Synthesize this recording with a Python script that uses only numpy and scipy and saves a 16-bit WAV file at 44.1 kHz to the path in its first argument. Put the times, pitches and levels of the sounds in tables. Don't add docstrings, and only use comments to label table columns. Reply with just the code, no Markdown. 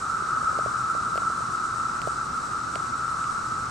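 import sys
import numpy as np
from scipy import signal
from scipy.fft import rfft, irfft
from scipy.io import wavfile

SR = 44100
rng = np.random.default_rng(int(sys.argv[2]) if len(sys.argv) > 2 else 0)


def volts_from_db(level):
    exponent = np.asarray(level, float) / 20
    return 10 ** exponent


def materialize(psi):
    bounded = np.clip(np.atleast_2d(psi).T, -1, 1)
    quanta = np.round(bounded * 32767).astype(np.int16)
    wavfile.write(sys.argv[1], SR, quanta)


N = 163170
T = np.arange(N) / SR


def evened(x):
    return x / np.sqrt(np.mean(x ** 2) + 1e-20)


def read(points, hz):
    f, value = np.transpose(points)
    return np.interp(np.log(hz + 1), np.log(f + 1), value)


def swell(points):
    return np.interp(T, *np.transpose(points))


def slow(top_hz):
    waves = 0
    for f in np.geomspace(top_hz / 3, top_hz, num=16):
        waves = waves + np.sin(2 * np.pi * (f * T + rng.random())) / np.sqrt(f)
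    return evened(waves)


def resonate(x, hz, width):
    turn = np.exp(2j * np.pi * np.cumsum(hz * np.ones(N)) / SR)
    r = np.exp(-np.pi * width / SR)
    smooth = signal.lfilter([(1 - r) ** 2], [1, -2 * r, r * r], x / turn)
    return 2 * (turn * smooth).real


def clicks(per_s, uneven_db):
    hit = rng.random((2, N)) < per_s / SR
    sign = rng.choice([-1., 1.], (2, N))
    size_db = uneven_db * np.minimum(rng.exponential(1, (2, N)), 4)
    return hit * sign * volts_from_db(size_db)


def drone():
    # time in seconds, effort in dB.
    effort = [(0, -30.5), (.3, -26.5), (.6, -26), (1.1, -27.5), (1.5, -28), (2.25, -30), (2.9, -29.5),
              (3.27, -28.5), (3.7, -30.5)]
    # pitch in Hz, width in Hz, level in dB.
    air_sacs = [(1320.6, 114, 0), (1260, 147, -7.5), (1161, 124, -10.5), (1462, 177, -12.5)]
    clicks_per_s, uneven_db, wander_hz = 6000, 3., 3.2
    crowd = 0
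    for hz, width, db in air_sacs:
        struck = clicks(clicks_per_s, uneven_db)
        crowd = crowd + volts_from_db(db) * evened(resonate(struck, hz + wander_hz * slow(8.), width))
    return volts_from_db(swell(effort)) * evened(crowd)


def buzz():
    # time in seconds, effort in dB.
    effort = [(0, -47.5), (.2, -51), (.62, -49.5), (.7, -49.5), (1.0, -50.5), (1.4, -49.5), (1.47, -50.5),
              (1.8, -49.5), (1.99, -51.5), (2.1, -48), (2.28, -52), (2.44, -49), (2.63, -52), (2.75, -49),
              (2.95, -51.5), (3.18, -49), (3.7, -50.5)]
    # pitch in Hz, width in Hz, level in dB, share of the swell (0 to 1).
    air_sacs = [(8054, 1960, 0.5, 1), (7000, 1870, -2.5, 0.67), (5710, 1350, -1.5, 0.2),
                (4690, 1240, -7.5, .1), (3975, 660, -7.5, 0.088)]
    clicks_per_s, uneven_db = 15000, 2.5
    throb_db, throb_hz = .9, 20
    effort_db = swell(effort)
    mean_db = effort_db.mean()
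    move_db = effort_db - mean_db + throb_db * slow(throb_hz)
    crowd = 0
    for hz, width, db, share in air_sacs:
        rung = evened(resonate(clicks(clicks_per_s, uneven_db), hz, width))
        crowd = crowd + volts_from_db(mean_db + db + share * move_db) * rung
    return crowd


def ring(start, hz, t60, rise, pan_db, lag):
    t = np.maximum(T - start, 0)
    shape = (1 - np.exp(-t / rise)) * volts_from_db(-60 * t / t60)
    side = np.array([[1.], [-1.]]) / 2
    tone = np.sin(2 * np.pi * hz * t + side * lag)
    return volts_from_db(side * pan_db) * shape / shape.max() * tone


def knocks():
    # start in seconds, peak in dB, pitch in Hz, left-right difference in dB, right lag in rad.
    blows = [(.221, -31, 400, 0, 1.6), (.364, -34, 480, 0, 2.2), (.426, -34, 520, -2, 2.),
             (.485, -31.5, 590, 1.5, 2.2), (.527, -29.5, 560, -2, 2.2), (.587, -21.5, 620, 1.5, 1.2),
             (.659, -23, 600, -4, 1.), (.731, -34, 700, -1, 2.), (.948, -28, 590, -5, 1.2),
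             (1.155, -25.5, 600, -1, 1.2), (1.176, -22, 660, 2, 1.7), (1.219, -30, 680, .6, 1.5),
             (1.299, -34, 620, -2, 1), (1.404, -33, 640, -2, 1.7), (2.016, -34, 680, 4, 2.),
             (2.072, -20, 630, -5, 1.1), (2.757, -25.5, 640, 0, 1.2)]
    # pitch ratio, level in dB, delay in seconds, lag factor.
    parts = [
        (1.014, 0.5, 0.0016, 1.),
        (.7, -6, .0012, 1.3),
        (.87, -12, .0062, 1.8),
    ]
    rise_s, t60_s = .001, .013
    out = np.zeros((2, N))
    for start, db, hz, pan_db, lag in blows:
        for ratio, own_db, late, lag_factor in parts:
            mode = ring(start + late, hz * ratio, t60_s, rise_s, pan_db, lag * lag_factor)
            out += volts_from_db(db + own_db) * mode
    return out


def ticks():
    # start in seconds, peak in dB, left-right difference in dB, mid modes in dB, top modes in dB.
    taps = [(.5868, -39, 5, 0, -13), (1.155, -43, 8, 5.5, -3), (1.1755, -27, 4, -9, -22),
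            (2.016, -29.5, 12, -7, -21), (2.0722, -38, -3, -4, -5), (2.7547, -24, -6, -9, -30),
            (3.24, -35, -8, -14, -30), (3.4729, -48, -1.0, 0, -7)]
    # pitch in Hz, t60 in seconds, group (0 low, 1 mid, 2 top), level in dB.
    modes = [(2290, 0.0047, 0, -8.5), (2755, 0.0023, 0, 0), (4550, 0.0047, 1, 0), (7600, 0.0023, 1, -1),
             (11700, .004, 2, -3), (13700, 0.0025, 2, -5)]
    rise_s, late_s, low_lag_rad = 0.0012, 0.00139, 0.82
    out = np.zeros((2, N))
    for start, db, pan_db, mid_db, top_db in taps:
        for hz, t60, group, own_db in modes:
            group_db = (0, mid_db, top_db)[round(group)]
            lag = low_lag_rad * (group < .5)
            out += volts_from_db(db + own_db + group_db) * ring(start + late_s, hz, t60, rise_s, pan_db, lag)
    return out


def traffic():
    # frequency in Hz, level in dB per Hz.
    wash = [(25, -12.5), (60, -2.5), (130, 0), (330, -6), (650, -12), (900, -4.5), (2300, -18.5),
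            (3200, -17), ]
    hz = np.fft.rfftfreq(N, 1 / SR)
    far = 1 / (1 + (hz / 5000) ** 4)
    noise = rfft(rng.standard_normal((2, N)))
    return volts_from_db(-40.5) * evened(irfft(noise * volts_from_db(read(wash, hz)) * far, N))


def hiss():
    return volts_from_db(-71.5) * evened(resonate(rng.standard_normal((2, N)), 10300, 6000.))


def fan():
    # pitch in Hz, level in dB, width in Hz.
    hums = [(120, -52, 9.5), (241.3, -57, 2.35), (363, -63, 4.8)]
    return sum(volts_from_db(db) * evened(resonate(rng.standard_normal((2, N)), hz, width)) for hz, db, width in hums)


def whine():
    # pitch in Hz, level in dB.
    tones = [(9443, -82), (11390, -91), (11688, -89), (12138, -92), (12288, -89), (12969, -93),
             (13269, -93), (13718, -92), (13867, -95), (14168, -95)]
    return sum(volts_from_db(db) * np.sqrt(2) * np.sin(2 * np.pi * (hz * T + rng.random())) for hz, db in tones)


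def ports(pair):
    # frequency in Hz, left-right likeness (0 to 1).
    likeness = [(25, 0.83), (100, 1), (330, 0.78), (450, 0.43), (1300, 0.65), (3000, 0.37), (7500, 0.86),
                (12500, 0.67)]
    # frequency in Hz, right lag in rad.
    right_lag = [(300, 0.), (1000, 0.003), (1400, 0.36), (2300, 0.52), (3600, 0.3), (6500, 0)]
    # frequency in Hz, left-right difference in dB.
    balance = [(200, 0), (800, 1), (1300, 0.6), (4300, -.9), (8000, -0.9), (14000, 0.)]
    hz = np.fft.rfftfreq(N, 1 / SR)
    a, b = rfft(pair)
    shared = np.clip(read(likeness, hz), -1, 1)
    tilt = volts_from_db(read(balance, hz) / 2)
    right = (shared * a + np.sqrt(1 - shared ** 2) * b) * np.exp(-1j * read(right_lag, hz))
    return irfft(np.array([a * tilt, right / tilt]), N)


def scene():
    # frequency in Hz, gain in dB.
    mic = [(2600, 0.5), (3200, -4), (3800, -0.5), (9000, -.5), (11000, -1), (14000, -6), (16000, -8)]
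    air = drone() + buzz() + traffic() + hiss() + fan()
    coloured = irfft(rfft(air) * volts_from_db(read(mic, np.fft.rfftfreq(N, 1 / SR))), N)
    return ports(coloured) + knocks() + ticks() + whine()


def top_cut(x):
    return signal.sosfilt(signal.butter(12, 15210, fs=SR, output="sos"), x)


def record(dry):
    lowpass = signal.firwin(301, 14480, window=("kaiser", 7), fs=SR)
    limited = signal.oaconvolve(dry, lowpass[None], "same")
    return top_cut(limited)


dry = scene()
out = record(dry)
materialize(out)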